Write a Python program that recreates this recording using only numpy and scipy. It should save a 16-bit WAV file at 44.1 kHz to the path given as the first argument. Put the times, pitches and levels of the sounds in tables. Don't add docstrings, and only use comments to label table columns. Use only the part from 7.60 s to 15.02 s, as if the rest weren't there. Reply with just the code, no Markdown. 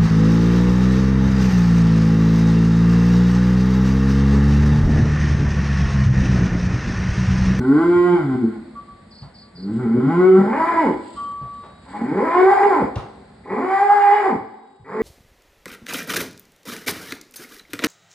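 import sys
import numpy as np
from scipy import signal
from scipy.fft import rfft, irfft
from scipy.io import wavfile
from scipy.ndimage import uniform_filter1d, minimum_filter1d

SR = 44100
rng = np.random.default_rng(int(sys.argv[2]) if len(sys.argv) > 2 else 0)


def dump_mix(stems):
    frames = np.atleast_2d(stems).T
    limited = np.clip(frames, -1, 1)
    pcm = np.round(limited * 32767).astype(np.int16)
    wavfile.write(sys.argv[1], SR, pcm)


N = 327222
TIME = np.arange(N) / SR

# frequency in Hz, relative level per Hz in dB.
YARD_SPECTRUM = [(30, -21.5), (60, -0.5), (90, -2), (130, -6), (220, 0), (300, -13.5), (600, -14),
                 (1100, -20), (2000, -22), (2800, -36), (4500, -27.5), (6000, -54), (8000, -33),
                 (10500, -51)]
# time in seconds, level in dB.
YARD_LEVEL = [(0, -41), (1.4, -48), (1.85, -49), (4.2, -47.5), (5.8, -48.5), (7.15, -67.5)]
# frequency in Hz, level of the side over the middle in dB.
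STEREO_WIDTH = [(60, -35), (170, -29.5), (350, -6.5), (750, -0.5), (1100, -9.5), (2200, -0.5), (8000, -5.5)]
# frequency in Hz, relative level per Hz in dB.
FODDER_SPECTRUM = [(2800, 4), (4800, 5), (6000, -23), (7800, 8.5), (9000, -4.5), (10800, -35.5)]
# centre in seconds, peak in dB added to the bed, time to fall to 1/e in seconds.
FODDER_SWELLS = [(2.177, -63, 0.08), (3.538, -55.5, 0.15), (3.997, -68, 0.082), (4.359, -61, 0.12)]
FODDER_BED_DB = -75
# centre in seconds, frequency in Hz, peak in dB, time to fall to 1/e in seconds.
FAINT_WHISTLES = [(3.96, 3128, -66, .05), (4.1, 3822, -60, .2), (7.1, 3822, -70, .2)]
# start in seconds, level in dB ahead of the echoes, number of notes.
BIRD_PHRASES = [(1.505, -46, 4), (1.738, -46, 3), (1.949, -44.5, 3)]
# start in seconds, then the starting levels of thud, scuff and click in dB.
HOOF_FALLS = [(0.354, -30, -58, -79), (1.619, -31.5, -44.5, -59), (2.979, -34, -64.5, -58),
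              (3.811, -23.5, -42.5, -80), (4.027, -93, -39, -83), (5.228, -29, -48.5, -67),
              (5.357, -20, -30, -35.5), (6.801, -41, -82, -80), (7.195, -38, -88, -72)]
# frequency in Hz, relative level per Hz in dB.
SCUFF_SPECTRUM = [(100, -23.5), (400, 15), (1100, 12.5), (2200, -5), (4500, -11.5), (8500, -43)]
# start in seconds, strength in dB, hardness (level change of the modes
# above 2 kHz) in dB, share of the free ringing time, delay until the lower modes are muffled in seconds,
# time for the muffling to take a further 60 dB in seconds.
RAIL_KNOCKS = [(1.148, -33.5, -14.5, 0.63, 0.047, 0.071), (1.275, -42, -38, 0.4, 0.054, 0.2),
               (1.808, -57, -47, 0.45, 0.12, 0.43), (3.56, -29, -2.5, 0.98, 0.45, 0.18)]
# frequency in Hz, level in dB, free ringing time to -60 dB in seconds.
RAIL_MODES = [(1147, 4, 1.9), (1178, -7, .35), (1240, -18, .6), (1400, -11, 0.3), (3140, -15, .6),
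              (7750, -27, .3), (8371, -34, 1.2)]
# frequency in Hz, time to -60 dB in seconds.
SHED_DECAY = [(100, 0.21), (350, 1.356), (900, 1.2), (2000, 0.93), (5000, 1.7), (10000, 0.66)]
# frequency in Hz, level over the direct sound in dB.
STALL_RESONANCES = [(228, -5.5), (269, 4), (380, 3.5), (430, 1), (836, -2.5), (866, 4.5), (1008, 1.5),
                    (1042, -4), (1534, 3.5), (1960, 4), (2205, 5.5)]
STALL_WIDTH_HZ = 18.2

# frequency in Hz, gain in dB.
CLOSED_THROAT = [(90, -4.5), (150, 23), (240, 10.5), (350, 0), (420, -10), (530, -25), (710, -18.5),
                 (800, -10.5), (880, -19.5), (960, -26), (1050, -15.5), (1130, -15.5), (1230, -21.5),
                 (1400, -0.5), (1590, -10.5), (1760, -32.5), (1900, -17.5), (2110, -18.5), (2700, -45.5),
                 (3000, -32.5), (3700, -41.5)]
# frequency in Hz, gain in dB.
OPEN_THROAT = [(90, -11.5), (170, 4.5), (260, 9), (400, -5.5), (540, 0.5), (680, -17.5), (810, 0.5),
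               (990, -6), (1110, -11.5), (1210, -20.5), (1400, -10), (1630, -14), (1780, -17),
               (1990, -11.5), (2420, -24), (2680, -59.5), (2880, -26), (3050, -38), (3250, -36)]
# frequency in Hz, relative level per Hz in dB.
RASP_SPECTRUM = [(130, -44.5), (240, -21.5), (430, 8), (600, -6.5), (830, 5), (1020, 3), (1150, 4.5),
                 (1400, 1.5), (1750, 2), (2050, -2.5), (2450, -12.5), (2700, -38.5)]
# frequency in Hz, relative level per Hz in dB.
HISS_SPECTRUM = [(2650, -29), (3050, 2), (3800, 0.5), (5000, 6), (5900, -44), (7000, 2), (8000, 0),
                 (9200, -1.5), (10500, -39.5)]
# time in seconds, rate in Hz ahead of the jitter.
PITCH_ARCHES = [
    [(0, 119.4), (.09, 136.1), (.14, 146.2), (.2, 163.1), (.24, 172.7), (.4, 177.3), (.535, 176),
     (.58, 163.9), (.67, 136.7), (.72, 129.8), (.8, 122.9), (.85, 111.6), (.97, 103.6)],
    [(1.92, 79.6), (2.1, 104.8), (2.21, 129.3), (2.28, 110.1), (2.38, 123.2), (2.46, 141.1), (2.52, 166.5),
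     (2.61, 182.2), (2.75, 191), (2.86, 201.9), (2.92, 243.6), (2.97, 319), (3.05, 334.9), (3.11, 346),
     (3.15, 330.6), (3.2, 327.2), (3.235, 294), (3.28, 184.7), (3.35, 128.3)],
    [(4.24, 81.1), (4.45, 121), (4.53, 164.6), (4.6, 214.7), (4.625, 250), (4.645, 315.2), (4.7, 334.1),
     (4.774, 360.4), (4.85, 380.3), (4.92, 403), (4.98, 398.9), (5.06, 409.6), (5.1, 388.6), (5.15, 327.7),
     (5.195, 265), (5.23, 160.5), (5.27, 109.6)],
    [(5.83, 122.5), (5.97, 232.1), (6.02, 349.4), (6.06, 371.5), (6.13, 387.4), (6.21, 397.6), (6.28, 410),
     (6.5, 403.4), (6.545, 418.2), (6.61, 406.4), (6.675, 377), (6.705, 243.2), (6.77, 130.4)],
    [(7.24, 122.2), (7.32, 188.9), (7.38, 230.4), (7.45, 222)],
]
# time in seconds, levels of the chest and the mouth resonance in dB,
# ahead of the waver and of the bull's place in the mix.
EFFORT_CURVES = [
    [(0.0, -7.5, -32), (0.018, -19.5, -35.5), (0.094, -9, -35), (0.228, -14, -24), (0.302, -10, -31.5),
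     (0.334, -15, -27.5), (0.544, -11.5, -27.5), (0.594, -22, -30), (0.672, -19, -44), (0.724, -17, -30.5),
     (0.756, -11.5, -43.5), (0.794, -26.5, -46), (0.85, -10.5, -46.5), (0.89, -28.5, -49),
     (0.97, -37, -45.5)],
    [(1.92, -60.5, -62), (1.99, -35.5, -63.5), (2.026, -34.5, -62), (2.082, -19.5, -48), (2.178, -20, -48),
     (2.198, -23, -39), (2.386, -13, -40.5), (2.4, -18.5, -35), (2.472, -13, -36), (2.5, -20.5, -25),
     (2.592, -9.5, -28), (2.668, -5.5, -22), (2.692, -5, -35.5), (2.764, -17.5, -23), (2.792, -8, -29),
     (2.804, -14, -25), (2.902, -20.5, -28), (3.042, -29.5, -16), (3.15, -25.5, -23), (3.162, -23.5, -12.5),
     (3.274, -14.5, -23.5), (3.298, -19.5, -32), (3.35, -31, -34)],
    [(4.24, -58, -55.5), (4.36, -36.5, -32.5), (4.42, -24, -35), (4.53, -19.5, -32.5), (4.6, -15.5, -24),
     (4.7, -33.5, -22), (4.75, -25, -16), (4.785, -10, -17), (4.86, -9, -13.5), (4.92, -18, -9.5),
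     (4.95, -21, -18), (5.0, -19, -12.5), (5.08, -15.5, -20.5), (5.15, -23, -18.5), (5.19, -20, -23.5),
     (5.235, -18.5, -26), (5.27, -33, -46)],
    [(5.83, -83.5, -70), (5.856, -37, -43), (5.904, -25, -31), (5.96, -21.5, -27.5), (6.06, -23, -25.5),
     (6.104, -29.5, -20), (6.17, -33.5, -12.5), (6.23, -21, -11), (6.26, -30.5, -29), (6.31, -42.5, -6),
     (6.345, -26.5, -17.5), (6.44, -32.5, -12.5), (6.525, -21, -15.5), (6.545, -25, -16), (6.6, -23, -16.5),
     (6.665, -19.5, -17.5), (6.73, -24.5, -29), (6.77, -25, -46)],
    [(7.24, -49, -62), (7.284, -38.5, -40), (7.396, -18.5, -31.5), (7.41, -21, -30.5)],
]
# brightness in dB, air noise in dB.
CALL_COLOURS = [(-2, -3), (-4, -0.5), (-4, 0), (-5.5, 8), (-2, 16)]
# time in seconds, roughness from 0 to 1.
ROUGHNESS_CURVES = [
    [(0, .05), (.1, .03), (.52, .02), (.58, .08), (.7, .03), (.9, .1), (1.02, .3)],
    [(1.92, .3), (2.1, .1), (2.25, .2), (2.45, .1), (2.55, .03), (2.77, .03), (2.85, .35), (2.95, .55),
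     (3.03, .2), (3.12, .45), (3.18, .12), (3.28, .14), (3.38, .4)],
    [(4.24, .5), (4.45, .32), (4.6, .35), (4.7, .33), (4.79, .1), (4.9, .16), (5.02, .27), (5.29, .45)],
    [(5.83, .6), (6, .42), (6.08, .12), (6.15, .03), (6.45, .045), (6.62, .11), (6.8, .45)],
    [(7.24, .5), (7.45, .4)],
]
# time in seconds, gain in dB.
FUNDAMENTAL_WEIGHT = [(0, -6), (.12, -29), (.45, -34), (.65, -12), (.85, -13), (2.1, -3.5), (2.2, -5),
                      (2.36, -16), (2.54, -9.5), (2.62, -29.5), (2.7, -35.5), (2.79, 6), (2.98, -8),
                      (3.12, -27.5), (3.2, -8.5), (4.55, -13), (4.7, -22.5), (4.8, 11), (5.2, -4.5),
                      (6.1, -9), (6.6, -5), (7.3, 0)]
# time in seconds, level difference in dB.
UPPER_RESONANCE_BALANCE = [(.2, 8.5), (.46, -4.5), (.7, 5), (2.3, 1), (2.54, 2.5), (2.65, -5.5),
                           (2.76, 3.5), (3.2, -4), (4.4, -2), (4.75, -2), (4.92, 0.5), (5.9, -11),
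                           (6.15, -1), (6.24, 1), (6.33, 9.5), (6.45, -3), (6.55, -4.5), (7.35, -3.5)]
# low edge in Hz, high edge in Hz, levelling window in seconds.
RESONANCE_BANDS = [(85, 560, .035), (560, 1300, .035), (1300, 1780, .06), (1780, 4500, .06)]
RASP_OVER_TONE = [-4.5, 0.5, 7, 10]

BREAK_HZ = 272
RASP_DB_PER_OCTAVE, RASP_FOLLOWS = 0.5, 0.79
WAVER_HZ, WAVER_DB = 23.7, 4
EDGE_DB, EDGE_FOLLOWS, EDGE_OPEN_DB = -13, 0.82, -1
CLOSED_DB, OPENING_SPAN_DB = -14.5, 6.5
ATTACK_S, RELEASE_S = 0.011, 0.0095


def from_db(db):
    return 10 ** (np.asarray(db) / 20)


def rms_one(x):
    return x / np.sqrt(np.mean(x ** 2) + 1e-20)


def in_time(rows, t):
    s, *columns = np.transpose(rows)
    return [np.interp(t, s, column) for column in columns]


def at_hz(points, hz):
    f, value = np.transpose(points)
    return np.interp(np.log(np.maximum(hz, 1)), np.log(f), value)


def response(points, hz):
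    nearest = np.clip(hz, points[0][0], points[-1][0])
    octaves_outside = np.abs(np.log2(np.maximum(hz, 1) / nearest))
    return from_db(at_hz(points, hz) - 30 * octaves_outside)


def noise(points, size):
    hz = np.fft.rfftfreq(size, 1 / SR)
    white = rfft(rng.standard_normal(size))
    return rms_one(irfft(white * response(points, hz), size))


def diffuse(points, size):
    hz = np.fft.rfftfreq(size, 1 / SR)
    side = irfft(rfft(noise(points, size)) * from_db(at_hz(STEREO_WIDTH, hz)), size)
    return noise(points, size) + side * [[1], [-1]]


def band(x, low_hz, high_hz):
    return signal.sosfiltfilt(signal.butter(4, [low_hz, high_hz], "band", fs=SR, output="sos"), x)


def wobble(rate_hz, size):
    lowpass = signal.butter(2, rate_hz, fs=SR, output="sos")
    slow = signal.sosfilt(lowpass, rng.standard_normal(size + SR // 4))
    return rms_one(slow[-size:])


def evened(x, window_s):
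    power = uniform_filter1d(x ** 2, int(window_s * SR))
    return x / np.sqrt(np.maximum(power, 0) + 1e-12)


def swell(centre_s, peak_db, half_s):
    return from_db(peak_db) * np.exp(-((TIME - centre_s) / half_s) ** 2)


def add(out, s, x):
    i = max(0, round(s * SR))
    out[..., i:i + x.shape[-1]] += x[..., :max(0, N - i)]


def yard():
    level_db, = in_time(YARD_LEVEL, TIME)
    return from_db(level_db) * diffuse(YARD_SPECTRUM, N)


def fodder(flicker_db=2.0):
    level = from_db(FODDER_BED_DB) + sum(swell(*row) for row in FODDER_SWELLS)
    return level * from_db(flicker_db * wobble(37, N)) * diffuse(FODDER_SPECTRUM, N)


def shed(x):
    t, tail = TIME[:SR], 0
    white = diffuse([(40, 0), (14000, 0.018)], len(t))
    edges = np.geomspace(50, 12800, 9)
    for low, high in zip(edges, edges[1:]):
        t60 = at_hz(SHED_DECAY, np.sqrt(low * high))
        tail = tail + band(white, low, high) * from_db(-60 * t / t60)
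    onset = np.clip((t - .005) / 0.016, 0, 1)
    tail *= onset * (1 + 6 * np.exp(-t / 0.054))
    tail /= np.linalg.norm(tail.mean(0))
    return signal.fftconvolve(x[None], tail, axes=1)[:, :N]


def stall(x, echo_db, t60):
    t = TIME[:SR // 4]
    echoes = rng.standard_normal(len(t)) * from_db(-60 * t / t60) * (t > .004)
    echoes /= np.linalg.norm(echoes)
    return x + from_db(echo_db) * signal.fftconvolve(x, echoes)[:len(x)]


def stall_ring(x):
    out = x.copy()
    for hz, db in STALL_RESONANCES:
        b, a = signal.iirpeak(hz, hz / STALL_WIDTH_HZ, fs=SR)
        out += from_db(db) * signal.lfilter(b, a, x)
    return out


def whistles():
    out = np.zeros(N)
    for s, hz, db, half_s in FAINT_WHISTLES:
        out += swell(s, db, half_s) * np.sin(2 * np.pi * hz * TIME)
    return out


def bird(top_hz=5020, bottom_hz=4150, note_s=.042, spacing_s=.033):
    out, t = np.zeros(N), np.arange(0, note_s, 1 / SR)
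    envelope = np.sqrt(np.hanning(len(t)))
    for s, level_db, notes in BIRD_PHRASES:
        for k in range(round(notes)):
            hz = np.linspace(top_hz, bottom_hz, len(t)) * (1 + 0.035 * wobble(500, len(t)))
            whistle = np.sin(2 * np.pi * np.cumsum(hz) / SR)
            add(out, s + k * spacing_s, from_db(level_db) * envelope * whistle)
    return stall(out, echo_db=-2, t60=.25)


def hooves(thud_t60=.18, scuff_t60=.33, click_t60=.05):
    out, t = np.zeros(N), TIME[:SR // 2]
    for s, thud_db, scuff_db, click_db in HOOF_FALLS:
        thud = evened(noise([(70, -5.5), (105, -0.5), (160, -8.5)], len(t)), 0.47)
        thud *= from_db(thud_db - 60 * t / thud_t60)
        scuff = noise(SCUFF_SPECTRUM, len(t)) * from_db(scuff_db - 60 * t / scuff_t60)
        click = noise([(1000, 1.5), (4000, 0.5), (11000, -18.5)], len(t))
        click *= from_db(click_db - 60 * t / click_t60)
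        add(out, s, (thud + scuff) * np.minimum(t / 0.011, 1) + click)
    return out


def rail(rise_s=0.028):
    out, t = np.zeros(N), TIME[:SR * 3 // 2]
    for s, level_db, hard_db, free, muffled_s, muffled_t60 in RAIL_KNOCKS:
        muffle_db = -60 * np.maximum(t - muffled_s, 0) / muffled_t60
        for hz, mode_db, t60 in RAIL_MODES:
            decay = from_db(-60 * t / (t60 * free))
            ring = np.sin(2 * np.pi * hz * (t + s)) * decay * np.minimum(t / rise_s, 1)
            contact_db = hard_db if hz > 2000 else muffle_db
            add(out, s, from_db(level_db + mode_db + contact_db) * ring)
    return out


def partials(t, pitch, phase, opening, wander_db=3.0, count=32):
    slow = slice(None, None, 64)
    wide = opening[slow]
    fundamental_db, = in_time(FUNDAMENTAL_WEIGHT, t)
    out = np.zeros(len(t))
    for k in range(1, count + 1):
        hz = k * pitch[slow]
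        wander = from_db(wander_db * wobble(7, len(t))[slow] * (k > 2))
        throat = response(CLOSED_THROAT, hz) ** (1 - wide) * response(OPEN_THROAT, hz) ** wide
        gain = np.interp(t, t[slow], wander * throat)
        if k == 1:
            gain = gain * from_db(fundamental_db)
        detour = rng.uniform(0, 2 * np.pi)
        out += gain * np.cos(k * phase + detour)
    return out


def moo(arch, effort, colour, roughness, jitter=0.044, shimmer=0.7, doubling=0.07, hiss_db=-23.5):
    t = np.arange(arch[0][0], arch[-1][0], 1 / SR)
    size = len(t)
    bright_db, airy_db = colour
    pitch, = in_time(arch, t)
    balance_db, = in_time(UPPER_RESONANCE_BALANCE, t)
    chest_db, mouth_db = in_time(effort, t)
    rough, = in_time(roughness, t)
    mouth_over_chest_db = uniform_filter1d(mouth_db - chest_db, SR // 8)
    opening = np.clip((mouth_over_chest_db - CLOSED_DB) / OPENING_SPAN_DB, 0, 1)
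    edge_db = EDGE_DB + EDGE_FOLLOWS * uniform_filter1d(mouth_db, SR // 12)
    edge_db = edge_db + EDGE_OPEN_DB * opening + bright_db
    air = from_db(airy_db + RASP_DB_PER_OCTAVE * np.log2(pitch / BREAK_HZ)) * rough ** RASP_FOLLOWS

    unsteady = 1 + jitter * rough * wobble(110, size) + 0.005 * wobble(11.5, size)
    phase = 2 * np.pi * np.cumsum(pitch * unsteady) / SR
    folds = partials(t, pitch, phase, opening) * (1 + shimmer * rough * wobble(51, size))
    folds *= 1 + doubling * rough * np.cos(phase / 2)
    puffs = rms_one(from_db(2.5 * np.cos(phase)))
    tone = stall(stall_ring(evened(folds, .03)), echo_db=-9, t60=.2)
    rasp = stall_ring(puffs * noise(RASP_SPECTRUM, size))

    levels_db = (chest_db, mouth_db, edge_db + balance_db / 2, edge_db - balance_db / 2)
    voice = from_db(hiss_db + 0.79 * edge_db) * puffs * noise(HISS_SPECTRUM, size)
    for (low, high, steady_s), rasp_db, level_db in zip(RESONANCE_BANDS, RASP_OVER_TONE, levels_db):
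        tone_part = evened(band(tone, low, high), steady_s)
        air_part = from_db(rasp_db) * air * rms_one(band(rasp, low, high))
        waver_db = WAVER_DB * np.sqrt(rough) * wobble(WAVER_HZ, size)
        voice += evened(tone_part + air_part, steady_s) * from_db(level_db + waver_db)
    fade = np.minimum((t - t[0]) / ATTACK_S, (t[-1] - t) / RELEASE_S)
    return voice * np.clip(fade, 0, 1)


def bull():
    out = np.zeros(N)
    for arch, effort, colour, roughness in zip(PITCH_ARCHES, EFFORT_CURVES, CALL_COLOURS, ROUGHNESS_CURVES):
        add(out, arch[0][0], moo(arch, effort, colour, roughness))
    return out


def scene():
    indoors = from_db(-2.5) * bull() + rail() + hooves()
    left = indoors + bird() + whistles()
    right = np.interp(TIME - 5.2e-5, TIME, left)
    reverberation = from_db(-6.5) * shed(indoors)
    return np.array([left, right]) + reverberation + yard() + fodder()


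def record(dry, ceiling=0.78, cutoff_hz=12200):
    x = signal.sosfilt(signal.butter(2, 30, "high", fs=SR, output="sos"), dry)
    needed = np.minimum(1, ceiling / (np.abs(x).max(0) + 1e-9))
    gain = uniform_filter1d(minimum_filter1d(needed, SR // 40), SR // 40)
    return signal.sosfilt(signal.cheby2(12, 60, cutoff_hz, fs=SR, output="sos"), x * gain)


dry = scene()
out = record(dry)
dump_mix(out)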